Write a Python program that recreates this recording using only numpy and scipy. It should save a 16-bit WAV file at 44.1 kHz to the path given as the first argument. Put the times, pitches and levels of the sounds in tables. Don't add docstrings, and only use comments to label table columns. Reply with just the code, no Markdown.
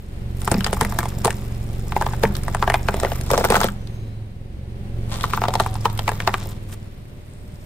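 import sys
import numpy as np
from scipy import signal
from scipy.fft import rfft, irfft
from scipy.io import wavfile
from scipy.ndimage import map_coordinates

SR = 44100
rng = np.random.default_rng(int(sys.argv[2]) if len(sys.argv) > 2 else 0)


def transcribe(u):
    v = np.clip(np.atleast_2d(u).T, -1, 1)
    q = np.round(v * 32767).astype(np.int16)
    wavfile.write(sys.argv[1], SR, q)


N = 337365
TIME = np.arange(N) / SR

# start_s, pop_db, pop_hz (scales the falling pitch), ring_cycles,
# glide (extra pitch at the start, as a multiple), spit_db, skin_hz, clack_db (before a trim), clack_hz
LOUD_SPLITS = [(0.477, -5, 844, 1.76, 0.9, -21.5, 8200, -25, 1240),
               (0.5158, -5, 577, 1.8, 2.5, -11, 8560, -13, 1510),
               (0.5426, -13, 880, 1.2, 0.3, -22, 5000.0, -20, 2500),
               (0.6076, -22.5, 1220.0, 2.4, 0.3, -23.5, 3020, -25, 3040),
               (0.6648, -12.5, 680, 1.25, 2.5, -18, 3000.0, -14, 1340),
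               (0.6705, -13.5, 915.0, 1.1, 0.3, -23.5, 7000.0, -24, 1910.0),
               (0.73, -8.5, 597, 1.7, 2.5, -17.5, 9900.0, -25, 2240.0),
               (0.7694, -18.5, 1040, 2.2, 0.3, -37.0, 8300.0, -29, 2020),
               (0.8111, -2.5, 1004, 1.9, 0.3, -9.5, 9800, -14, 1810.0),
               (0.8494, -13, 780, 0.92, 2.5, -20.5, 11600.0, -22, 2020),
               (0.9233, -20.5, 1010, 2.8, 0.3, -27.5, 13800.0, -26, 1670),
               (0.9886, -8, 890.0, 1.5, 0.9, -12, 15000, -9, 1700.0),
               (1.0305, -16, 1040.0, 1.9, 0.3, -29.0, 8300.0, -26, 1750.0),
               (1.0561, -16.5, 860.0, 2.1, 0.3, -30, 9800.0, -24, 2080.0),
               (1.2478, -4, 930, 1.5, 0.3, -9.5, 8300.0, -17, 1740),
               (1.2553, -6.5, 522, 1.4, 2.5, -13, 9900.0, -12, 1260.0),
               (1.2786, -6, 797, 2.2, 0.3, -27.0, 9800.0, -24, 2530.0),
               (1.3059, -16.5, 1750, 2.1, 0.3, -20.5, 8050, -24, 2650),
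               (1.9218, -17.5, 1060, 3.5, 2.5, -29, 3000.0, -23, 2100.0),
               (1.965, -5.0, 892, 2.9, 0.3, -34, 2500.0, -16, 2100),
               (2.0121, -11, 940, 4.4, 0.3, -26.5, 7000.0, -23, 1290),
               (2.0227, -15.5, 1070, 4.7, 2.5, -25.5, 11600.0, -11, 1560),
               (2.065, -9.5, 876, 2.1, 0.3, -25.5, 3500.0, -17, 1630),
               (2.135, -20, 1020, 3.6, 0.3, -34, 2480, -16.5, 1560),
               (2.2362, 1.5, 550, 1.54, 2.5, -13.5, 13700, -8.5, 1710),
               (2.2524, -11.5, 1750.0, 2.3, 0.3, -40, 2500.0, -25, 2480),
               (2.4816, -13.0, 844, 1.4, 0.3, -28.5, 8450, -22, 1880.0),
               (2.548, -10.5, 840, 3.4, 2.5, -21.0, 8500, -17, 1770),
               (2.626, -3.5, 852.0, 2.7, 2.5, -34, 2500.0, -6.5, 1280),
               (2.6769, -4, 790, 2.7, 2.5, -34, 2500.0, -8, 1580.0),
               (2.7, -5, 820, 2.8, 2.5, -19, 10000.0, -7, 1860),
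               (2.7418, -2, 1033, 2.9, 0.3, -19, 10200, -7.5, 2110),
               (2.8861, -3.5, 657.0, 2.15, 2.5, -23.5, 5100.0, -7.5, 1570),
               (2.9425, -11.5, 604, 1.3, 2.5, -26, 8300.0, -28, 2010.0),
               (3.0331, -6.5, 650.0, 2.4, 2.5, -25.0, 8300.0, -7.5, 1240),
               (3.0487, -10, 700, 2.4, 0.9, -21, 2500.0, -13.5, 1950),
               (3.1188, -13.5, 760, 2, 0.3, -28.5, 2930, -24, 1550),
               (3.304, -8, 1000.0, 2, 0.3, -20, 6850, -27, 1450.0),
               (3.314, -7.5, 603.0, 3.1, 0.3, -13, 13800.0, -26, 1430.0),
               (3.3347, -4.5, 570, 2.5, 2.5, -22, 5900.0, -15, 1400.0),
               (3.3413, -10.5, 1160.0, 3.1, 0.3, -26, 13800.0, -21, 1570.0),
               (3.3458, -12.0, 1160, 2.0, 0.3, -26, 6000.0, -30, 2330.0),
               (3.378, -6.5, 700, 3.5, 2.5, -14.5, 6340, -13, 1240),
               (3.3874, -12, 580.0, 2.2, 0.3, -28, 5900.0, -28, 1640.0),
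               (3.4096, -11.5, 620.0, 2.4, 2.5, -35, 7000.0, -21, 1240),
               (3.4424, -4, 774, 1.9, 2.5, -17, 13800.0, -11, 1390.0),
               (3.4494, -8, 690, 2.7, 0.3, -11.5, 13800.0, -11, 1390.0),
               (3.4535, -9.0, 900.0, 2.0, 0.9, -24, 6040, -15, 1260.0),
               (3.5031, -6, 570, 2.3, 2.5, -10.5, 10100, -12, 2450.0),
               (3.509, -14, 540.0, 1.4, 0.3, -25, 3500.0, -12, 1530.0),
               (3.523, -1.5, 840, 2.2, 1.6, -22, 6900.0, -17, 1280),
               (3.5433, -3, 760, 1.8, 1.6, -19.0, 3000.0, -8, 1260.0),
               (3.5549, -3.5, 1460, 3.9, 0.3, -15.0, 2500.0, -19, 1950.0),
               (3.561, -11, 1180, 3.1, 0.3, -17, 13800.0, -19, 1610.0),
               (3.5668, -3.5, 774, 2, 2.5, -17.5, 6750, -7, 1260.0),
               (3.6043, -17, 940, 3.3, 1.6, -17, 6600, -15, 1270.0),
               (3.614, -2.5, 960, 1.2, 0.3, -16.5, 13800.0, -19, 1270.0),
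               (3.6335, -11, 1110, 1.4, 0.3, -16.5, 3620, -30, 2520.0),
               (3.6428, -7.5, 610.0, 3.0, 2.5, -13.5, 14100.0, -7, 1280.0),
               (3.6857, -19, 1590, 6, 0.3, -30.0, 3030, -28, 3100.0),
               (5.24, -7.0, 1175, 3.2, 0.3, -25, 3030, -22, 1840),
               (5.335, -8, 1243, 4.2, 0.3, -21.5, 2500.0, -27, 2170),
               (5.3751, -11.5, 1030.0, 2.6, 0.9, -34, 3000.0, -19, 1560.0),
               (5.4183, -11, 785.0, 2.5, 1.6, -26, 2480, -31, 1510.0),
               (5.4387, -6, 930, 2.3, 0.9, -23.5, 4000.0, -11, 1250),
               (5.4535, -12.5, 940, 1.8, 0.3, -31.0, 3500.0, -27, 1290.0),
               (5.4838, -7, 625, 1.9, 1.6, -18.5, 3540, -15, 1240),
               (5.5388, -13, 950.0, 2.5, 0.3, -20.5, 7000.0, -30, 1320.0),
               (5.5541, -8.5, 955, 3.7, 0.3, -17.5, 3670, -19, 3260),
               (5.5996, -6, 860, 4.9, 1.6, -15, 3670, -15, 1370),
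               (5.6041, -6.0, 843, 2.1, 0.9, -17.0, 10000.0, -18, 1290),
               (5.6626, -11.0, 1063, 2.4, 0.3, -28, 9900.0, -26, 1730.0),
               (5.7544, -22, 960, 3.8, 0.3, -32.0, 4960, -30, 1690.0),
               (5.8553, 1, 955, 2.76, 0.9, -17, 3500.0, -9, 1360),
               (5.9916, -17.5, 874, 3.2, 2.5, -17.5, 3280, -21, 3130.0),
               (6.079, -7.5, 967, 2.7, 1.6, -16.5, 2380, -11, 1980),
               (6.0913, -8, 950, 2.1, 0.3, -22, 8300.0, -11, 1660),
               (6.1175, -16.5, 584.0, 1.2, 2.5, -29, 13800.0, -27, 1810.0),
               (6.2028, -13.5, 1290.0, 1.65, 1.6, -22, 2500.0, -18, 1900),
               (6.2755, -0.5, 910, 3.7, 2.5, -12.5, 4070, -12, 1270),
               (6.292, -20, 990, 3.0, 0.3, -38, 2500.0, -17, 1860.0),
               (6.3412, -5, 1006, 1.94, 2.5, -24, 2500.0, -10, 1570)]
# peak_s, level_db, skin_hz
SKIN_TEARS = [(0.4175, -26, 9500), (.447, -25.5, 9700), (0.6446, -12.5, 4650), (0.7352, -21, 8400),
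              (0.813, -23, 8700), (0.8327, -27, 8300), (2.2336, -25.5, 4830), (2.353, -22.5, 4030),
              (2.367, -21.5, 11700), (2.4353, -27, 9800), (2.9677, -27, 13960), (3.0005, -19, 8000),
              (3.212, -24.5, 9700), (3.873, -35.5, 4200), (5.1186, -36, 3480), (5.21, -23.5, 3070),
              (5.2338, -24, 3470), (5.742, -28.5, 9800), (5.9764, -24.5, 11600)]
# pitch_hz, level_db
SKIN_COLOUR = [(500, 0.5), (1500, 8), (2500, 0), (3500, 3), (5000, 1), (7000, -3.5), (9000, 0), (13500, -3),
               (15000, -11), (16000, -26)]
# pitch_hz, level_db
FIBRE_COLOUR = [(200, -25), (400, -4), (900, 4.5), (1400, -6), (2200, -7.5), (4000, -13), (8000, -17)]
# pitch_hz, level_db
JUICE_COLOUR = [(500, 9.5), (1200, 8), (2200, 0.5), (3500, 2), (5000, -2), (7000, 0), (9000, 3.5),
                (13500, 4.5), (15000, -1), (16000, -12)]
# pitch_hz, level_db
PULP_COLOUR = [(150, -6), (300, 10.5), (450, 7), (850, 7.5), (1300, -31), (2200, -23), (4000, -7),
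               (8000, -94)]
# time_s, crackle_db
PULP_PRESSURE = [
    [(.43, -37), (.55, -36.5), (1, -36.5), (1.6, -45), (2.05, -38.5), (2.8, -41), (3, -33.5), (3.27, -38.5),
     (3.4, -30.5), (3.66, -34.5)],
    [(5.11, -39), (5.2, -37), (5.6, -41), (5.8, -42), (6.5, -39)],
]
# time_s, level_db
MASH_LEVEL = [(1.8, -75), (2, -47), (2.15, -64), (2.3, -59), (2.6, -50), (2.75, -77), (3, -52), (3.25, -48),
              (3.33, -37), (3.57, -35), (3.66, -29), (3.72, -70), (5.05, -76), (5.12, -34.5), (5.24, -37),
              (5.35, -35.5), (5.5, -66), (5.62, -34), (5.72, -50), (6.3, -44), (6.55, -52), (6.7, -73)]
# pitch_hz, level_db
GROUND_COLOUR = [(400, 4), (1100, 7.5), (1700, -3), (2700, -3.5), (3700, 2.5), (5000, -3.5), (9000, -7),
                 (16000, -32)]
# centre_s, level_db, half_length_s
TREAD_SCUFFS = [(6.695, -49, 0.011), (6.727, -39.5, 0.02)]
# start_s, knock_db, cavity_ring_db
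TYRE_DROPS = [(.518, -24, -18), (.55, -33, -14), (.582, -33.5, -19), (.819, -22.5, -21.5),
              (1.257, -21.5, -24.5), (2.236, -19.5, -21), (3.337, -23, -23.5), (3.505, -22, -20.5),
              (3.647, -30, -23)]
# pitch_hz, level_db, t60_s
CARCASS_MODES = [(75, 4.5, 0.028), (142, 0, 0.098), (312, 2.5, 0.02), (417.7, 8.5, 0.062), (847, -2, 0.12),
                 (1016, -6.5, 0.088)]
# pitch_hz, level_db, t60_s
CAVITY_MODES = [(166, -7, 0.05), (197.2, -2.5, 0.52), (226.3, -0.5, 0.13), (256, -14, 0.045)]
# centre_s, half_length_s, pitch_hz, level_db
TREAD_SQUEAKS = [(3.83, 0.077, 6050, -62), (3.968, 0.1, 6360, -63), (4.058, 0.18, 4000, -61),
                 (4.07, .08, 5030, -69)]
# time_s, firings_hz
FIRING_RATE = [(0, 22.9), (.7, 23.2), (1.3, 22.9), (1.72, 22.2), (1.88, 23.5), (3.3, 23.5), (3.8, 22.1),
               (4.15, 21.6), (4.38, 20.3), (4.46, 22.9), (4.9, 22.5), (5.9, 21.3), (6.5, 20.3), (7.1, 19.5),
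               (7.65, 20)]
# time_s, exhaust_db
THROTTLE = [(0, -38.5), (.2, -29), (.55, -25), (1.7, -26), (2.2, -23.5), (3.4, -24.5), (4.35, -35.5),
            (5.1, -25), (5.8, -27.5), (6.5, -29), (7.05, -38), (7.65, -37)]
# order, level_db, growth_db_per_db of effort, boom_hz, boom_width_hz, boom_lift_db
STRONG_ORDERS = [(1, -33.5, 1, 22.6, 1.9, 0.5), (3, -41.5, 0.86, 69.6, 5.7, 7.5),
                 (5, -35.5, 1, 106.15, 5.7, 8.5)]
# pitch_hz, level_db
WEAK_ORDERS = [(45, -5), (90, -7.5), (125, -7), (155, -13), (180, -14.5), (205, -10), (235, -21.5),
               (290, -25.5), (335, -23), (385, -19), (470, -33), (555, -24.5), (620, -44), (720, -30),
               (850, -37)]
# pitch_hz, level_db
RUMBLE_COLOUR = [(25, -2.5), (60, 6.5), (120, 5), (200, 0), (290, -9.5), (390, -10.5), (600, -17.5),
                 (800, -36), (1200, -48.5)]
# pitch_hz, level_db
HISS_COLOUR = [(300, 10), (800, 3.5), (1300, -3), (2050, -1.5), (3000, -5.5), (4000, -7.5), (5500, -14),
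               (7200, -17), (9000, -12), (13500, -15), (15000, -38)]
# time_s, pitch_hz, level_db
ENGINE_WHINE = [(3.7, 554, -69), (4.8, 563, -56), (6.6, 544, -65), (7.1, 590, -62), (7.5, 602, -58)]
# time_s, lag_samples
LEFT_LAG = [(0, 0), (2.5, 2), (3.5, -6), (5.2, -4.5), (6, 3.5), (7.65, -7)]

LEAD_S = .012
RUN_ON_SHARE, RUN_ON_S, RUN_ON_DB, RUN_ON_SCATTER_DB, RUN_ON_OCTAVES = 0.57, 0.012, -14.5, 2, 0.37
JOLT_DB, JOLT_HZ, JOLT_DB_PER_OCTAVE, JOLT_RING_DB = -23, 835, -11.5, -6.5
BITE_DB_PER_S, RELEASE_DB_PER_S = 228, 255
OOZE_DB, OOZE_S = -20.5, 0.034
GRIT_DB = -55
HALT_AT_S, HALT_S, HALT_GRIT_DB, HALT_HISS_DB = 4.5, 0.4, -22, -3.5
CRAWL_DB = -28
RIM_AT_S, RIM_UNTIL_S, RIM_HZ, RIM_DB, RIM_T60_S = 5.486, 5.79, 758, -34, 3.5
BRIGHT_AT_S, BRIGHT_HZ, BRIGHT_WIDTH_HZ, BRIGHT_DB = 7.26, 8730, 2400, -64
ECHO_S = 0.011
TOP_HZ = 15600


def splits(stone_db=-3, fibre_db=-20, strain_s=0.0048, fibre_s=0.0065, pan_db=-0.05):
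    pops, fibre_power = np.zeros((2, N))
    skin = np.zeros((2, N))
    for s, db, hz, cycles, glide, skin_db, skin_hz, clack_db, clack_hz in cracks():
        popped = undb(db) * pop(hz, cycles, glide, rng.standard_normal())
        clack = undb(clack_db + stone_db) * snap(clack_hz)
        add(pops, s, popped + clack)
        add(fibre_power, s - LEAD_S, (undb(db + fibre_db) * burst(strain_s, fibre_s)) ** 2)
        add(skin, s - LEAD_S, undb(skin_db) * spit(skin_hz))
    for s, db, hz in SKIN_TEARS:
        add(skin, s - LEAD_S, undb(db) * spit(hz))
    body = pops + colour(pair(0.98), FIBRE_COLOUR) * np.sqrt(fibre_power)
    return body * undb([[pan_db], [-pan_db]]) + skin


def cracks():
    rows = list(LOUD_SPLITS)
    chances = rng.random((len(LOUD_SPLITS), 2))
    scatters = rng.standard_normal((len(LOUD_SPLITS), 2))
    for row, (luck, wait), (size, tone) in zip(LOUD_SPLITS, chances, scatters):
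        s, db, hz, cycles, glide, skin_db, skin_hz, clack_db, clack_hz = row
        weaker_db = RUN_ON_DB + RUN_ON_SCATTER_DB * size
        shift = 2 ** (RUN_ON_OCTAVES * tone)
        if luck < RUN_ON_SHARE:
            rows.append((s + 2 * RUN_ON_S * wait, db + weaker_db, hz * shift, cycles, glide,
                         skin_db + weaker_db, skin_hz, clack_db + weaker_db, clack_hz * shift))
    return rows


def pop(hz, cycles, glide, chance, open_s=0.00048, sag_s=0.0058, rise_s=0.00073,
        ragged=0.13, shiver_db=-15, shiver_s=0.0045):
    t = TIME[:1100]
    rough = signal.sosfilt(signal.butter(2, 900, fs=SR, output="sos"), rng.standard_normal(len(t)))
    sag = .6 + .4 * np.exp(-t / sag_s)
    pitch = hz * (glide * np.exp(-t / open_s) + sag)
    turns = np.cumsum(pitch * np.exp(ragged * unit(rough))) / SR
    rise = 1 - np.exp(-t / rise_s)
    shape = rise * np.exp(-(turns / cycles) ** 2)
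    modes_hz = hz * np.exp(rng.uniform(-0.635, 0.88, size=(6, 1)))
    modes = np.sin(2 * np.pi * modes_hz * t + rng.uniform(0, 2 * np.pi, size=(6, 1)))
    shiver = (np.sqrt(hz / modes_hz) * modes).sum(0) / 2
    shiver *= rise * np.exp(-t / shiver_s)
    return np.sign(chance) * np.sin(2 * np.pi * turns) * shape / shape.max() + undb(shiver_db) * shiver


def snap(hz, snap_s=0.0022, second_db=-6, low_octaves=-0.33, high_octaves=0.776):
    t = TIME[:1100]
    modes_hz = hz * 2 ** rng.uniform(low_octaves, high_octaves, size=(2, 1))
    others = (rng.standard_normal((2, 1)) * np.sin(2 * np.pi * modes_hz * t)).sum(0) / np.sqrt(2)
    return (np.sin(2 * np.pi * hz * t) + undb(second_db) * others) * np.exp(-t / snap_s)


def spit(hz, ring_db=10, ring_q=4, lead_s=0.00074, spit_s=0.0017, drip_db=-18, drip_s=0.0074, splinter_db=5):
    envelope = burst(lead_s, spit_s) + undb(drip_db) * burst(lead_s, drip_s)
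    size = len(envelope)
    splinters = pair(-0.5, size) * undb(splinter_db * rng.standard_normal(size)) * envelope
    flap = band(splinters, min(hz, SR / 3), hz / ring_q)
    torn = colour(splinters + undb(ring_db) * flap, SKIN_COLOUR)[:, :size]
    return unit(torn) * np.sqrt(np.mean(envelope ** 2))


def burst(lead_s, fall_s):
    t = TIME[:3000] - LEAD_S
    return np.exp(np.minimum(t / lead_s, -t / fall_s))


def crackle(fizz_db=-7, seep_db=-10, pulp_db=-4, squish_db=-6, squash=2.0):
    load_db = load()
    cells = sum(band(grains(150, 4.0, -7), hz, hz / 3) for hz in np.geomspace(900, 14000, num=12))
    sputter = rng.standard_normal((1, 400)) * np.exp(-TIME[:400] / .0009)
    cells = signal.oaconvolve(cells, sputter, axes=1)[:, :N]
    flicker_db = 2.2 * walk(70)
    fizz = colour(unit(cells), JUICE_COLOUR) * undb(load_db + fizz_db + flicker_db)
    pulp = colour(grains(400, 3.5, -9), PULP_COLOUR)
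    bubbles = unit(sum(band(grains(45, 3.5, -8), hz, hz / 9) / hz for hz in np.geomspace(650, 2300, num=9)))
    flesh_db = squash * (load_db + 40.5) - 47.0 + 2 * walk(50)
    flesh = (undb(pulp_db) * pulp + undb(squish_db) * bubbles) * undb(flesh_db)
    return fizz + juice(undb(load_db + seep_db), patchy_db=11.5) + flesh


def load():
    power = undb(GRIT_DB + HALT_GRIT_DB * halt()) ** 2
    for crossing in PULP_PRESSURE:
        db = curves(crossing)[0]
        before = np.maximum(crossing[0][0] - TIME, 0)
        after = np.maximum(TIME - crossing[-1][0], 0)
        power = power + undb(db - BITE_DB_PER_S * before - RELEASE_DB_PER_S * after) ** 2
    surge = np.exp(-TIME[:SR // 2] / OOZE_S)
    for s, _, _, _, _, spit_db, *_ in LOUD_SPLITS:
        add(power, s, (undb(spit_db + OOZE_DB) * surge) ** 2)
    return 10 * np.log10(power)


def halt():
    return np.exp(-((TIME - HALT_AT_S) / HALT_S) ** 2)


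def juice(envelope, side_db=-4, patchy_db=8.5):
    together = walk(330)
    spray = np.zeros((2, N))
    for hz in np.geomspace(1000, 13000, num=7):
        sputter_db = patchy_db * np.minimum(.7 * together + .6 * walk(330), 2)
        spray += band(pair(side_db), hz, hz / 2) * undb(sputter_db)
    return colour(unit(spray), JUICE_COLOUR) * envelope


def mash(flicker_db=2.5):
    fibres = colour(grains(1000, 3.3, -3), GROUND_COLOUR)
    return fibres * undb(curves(MASH_LEVEL)[0] + flicker_db * walk(90))


def scuffs():
    swells = sum(undb(db) * np.exp(-((TIME - s) / half_s) ** 2) for s, db, half_s in TREAD_SCUFFS)
    return juice(swells, patchy_db=6)


def tyre():
    out, blows = np.zeros(N), list(TYRE_DROPS)
    for s, db, hz, *_ in LOUD_SPLITS:
        knock_db = db + JOLT_DB + JOLT_DB_PER_OCTAVE * np.log2(hz / JOLT_HZ)
        blows.append((s, knock_db, knock_db + JOLT_RING_DB))
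    for (s, knock_db, ring_db), chance in zip(blows, rng.standard_normal(len(blows))):
        knock = undb(knock_db) * ring(CARCASS_MODES, 1 + 0.0974 * chance)
        cavity = undb(ring_db) * ring(CAVITY_MODES, 1 + 0.026 * chance)
        add(out, s, knock + cavity)
    return out


def ring(modes, detune):
    t = TIME[:SR // 2]
    hz, db, t60 = np.transpose(modes)[:, :, None]
    rise = 1 - np.exp(-t / 0.00048)
    return (undb(db - 60 * t / t60) * np.sin(2 * np.pi * hz * detune * t)).sum(0) * rise


def rim():
    since = np.maximum(TIME - RIM_AT_S, 0)
    damped = np.clip((RIM_UNTIL_S - TIME) * 20, 0, 1)
    return undb(RIM_DB - 60 * since / RIM_T60_S) * damped * np.sin(2 * np.pi * RIM_HZ * since)


def squeak(flutter_db=2.5, waver=.008, hoarse=.03):
    out = np.zeros(N)
    for s, half_s, hz, db in TREAD_SQUEAKS:
        phase = 2 * np.pi * np.cumsum(hz * (1 + waver * walk(15) + hoarse * walk(530))) / SR
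        out += undb(db + flutter_db * walk(200)) * np.exp(-((TIME - s) / half_s) ** 2) * np.sin(phase)
    return out


def engine(scatter_rad=0.0306):
    hz, push_db = curves(FIRING_RATE)[0], effort()
    turn = 2 * np.pi * np.cumsum(hz * (1 + .002 * walk(8))) / SR
    strong = {}
    for order, db, growth, boom_hz, width_hz, lift_db in STRONG_ORDERS:
        boom_db = lift_db / (1 + (2 * (order * hz - boom_hz) / width_hz) ** 2)
        strong[order] = db + growth * push_db + boom_db
    mean_db = sum(strong.values()) / len(strong)
    thuds = np.zeros(N)
    for k in range(1, 38):
        db = strong[k] if k in strong else mean_db + np.interp(k * hz, *np.transpose(WEAK_ORDERS))
        lateness = scatter_rad * k ** 2 * rng.uniform(0.584, 2.028)
        thuds -= undb(db + 1.5 * walk(7)) * np.cos(k * turn - lateness)
    return np.sqrt(2) * thuds, turn


def effort():
    return curves(THROTTLE)[0] - CRAWL_DB


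def bay(turn, rumble_db=-36.5, rumble_growth=0.47, hiss_db=-43.5, hiss_growth=0.48, tick_depth=0.061):
    push_db = effort()
    low_db = rumble_db + rumble_growth * push_db + 1.2 * walk(12)
    rumble = colour(pair(-12.5), RUMBLE_COLOUR) * undb(low_db) * (1 + 0.2 * np.cos(turn))
    left, right = pair(-1.2)
    air = np.array([left, np.roll(right, 19)])
    high_db = hiss_db + hiss_growth * push_db + HALT_HISS_DB * halt() + .5 * walk(40)
    hiss = colour(unit(air + pair(2.5)), HISS_COLOUR) * undb(high_db)
    return rumble + hiss * (1 + tick_depth * np.cos(turn))


def whine():
    hz, db = curves(ENGINE_WHINE)
    phase = 2 * np.pi * np.cumsum(hz * (1 + .003 * walk(9))) / SR
    return undb(db + 2 * walk(10)) * np.sin(phase)


def bright_hiss():
    thin = band(band(pair(-2), BRIGHT_HZ, BRIGHT_WIDTH_HZ), BRIGHT_HZ, BRIGHT_WIDTH_HZ)
    return unit(thin) * undb(BRIGHT_DB) * np.clip((TIME - BRIGHT_AT_S) * 20, 0, 1)


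def ports(x, lift_db=-5, lift_hz=2100, lift_width_hz=1500, air_db=-14):
    lag = curves(LEFT_LAG)[0]
    left = map_coordinates(x[0], [np.arange(N) - lag], order=3)
    presence = band(left, lift_hz, lift_width_hz)
    top = band(x[1], 9000, 5000)
    return np.array([left + undb(lift_db) * presence, x[1] + undb(air_db) * top])


def carport(x, near_db=-13, near_t60=0.042, far_db=-19, far_t60=0.38, echo_db=-21):
    t = TIME[:SR * 2 // 3]
    early = pair(-5, len(t))
    near = early * undb(-60 * t / near_t60) * (t > .001) * (rng.random(len(t)) < 900 / SR)
    far = pair(-1.1, len(t)) * undb(-60 * t / far_t60) * (t > .012)
    h = undb(near_db) * near / np.linalg.norm(near) + undb(far_db) * far / np.linalg.norm(far)
    h *= np.sqrt(2)
    h[:, int(ECHO_S * SR)] += undb(echo_db)
    soft = signal.sosfilt(signal.butter(1, 5000, fs=SR, output="sos"), x.mean(0))
    return x + signal.oaconvolve(soft[None], h, axes=1)[:, :N]


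def undb(db):
    return 10 ** (np.asarray(db) / 20)


def unit(x):
    return x / np.sqrt(np.mean(x ** 2))


def curves(table):
    s, *columns = np.transpose(table)
    return [np.interp(TIME, s, c) for c in columns]


def colour(x, points):
    hz, db = np.transpose(points)
    size = 4096
    f = np.maximum(np.fft.rfftfreq(size, 1 / SR), 1)
    cepstrum = irfft(np.log(undb(np.interp(np.log(f), np.log(hz), db))))
    cepstrum[1:size // 2] *= 2
    cepstrum[size // 2 + 1:] = 0
    h = irfft(np.exp(rfft(cepstrum)))
    return signal.oaconvolve(np.atleast_2d(x), h[None] / np.linalg.norm(h), axes=1)[:, :N]


def band(x, hz, width):
    return signal.lfilter(*signal.iirpeak(hz, hz / width, fs=SR), x)


def pair(side_db, size=N):
    mid, side = rng.standard_normal((2, size))
    side = side * undb(side_db)
    return np.array([mid + side, mid - side]) / np.sqrt(1 + undb(side_db) ** 2)


def grains(rate, spread_db, side_db):
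    size = undb(spread_db * np.minimum(rng.standard_exponential(N), 4))
    return unit((rng.random(N) < rate / SR) * size * pair(side_db))


def walk(rate):
    knots = rng.standard_normal(4096)
    return 1.2 * np.interp(TIME * rate, np.arange(len(knots)), knots)


def add(out, s, x):
    i = max(int(s * SR), 0)
    out[..., i:i + x.shape[-1]] += x[..., :max(N - i, 0)]


def scene():
    thuds, turn = engine()
    crushing = carport(ports(splits() + crackle() + mash() + scuffs()))
    wheel = tyre() + rim() + squeak()
    exhaust = thuds * undb([[-.6], [.6]])
    return crushing + wheel + exhaust + bay(turn) + whine() + bright_hiss()


def record(dry, notch_hz=11350, notch_q=5, ceiling=.48, hardness=5):
    voiced = signal.lfilter(*signal.iirnotch(notch_hz, notch_q, fs=SR), dry)
    flat = voiced / (1 + np.abs(voiced / ceiling) ** hardness) ** (1 / hardness)
    return signal.sosfilt(signal.ellip(8, .2, 70, TOP_HZ, fs=SR, output="sos"), flat)


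dry = scene()
out = record(dry)
transcribe(out)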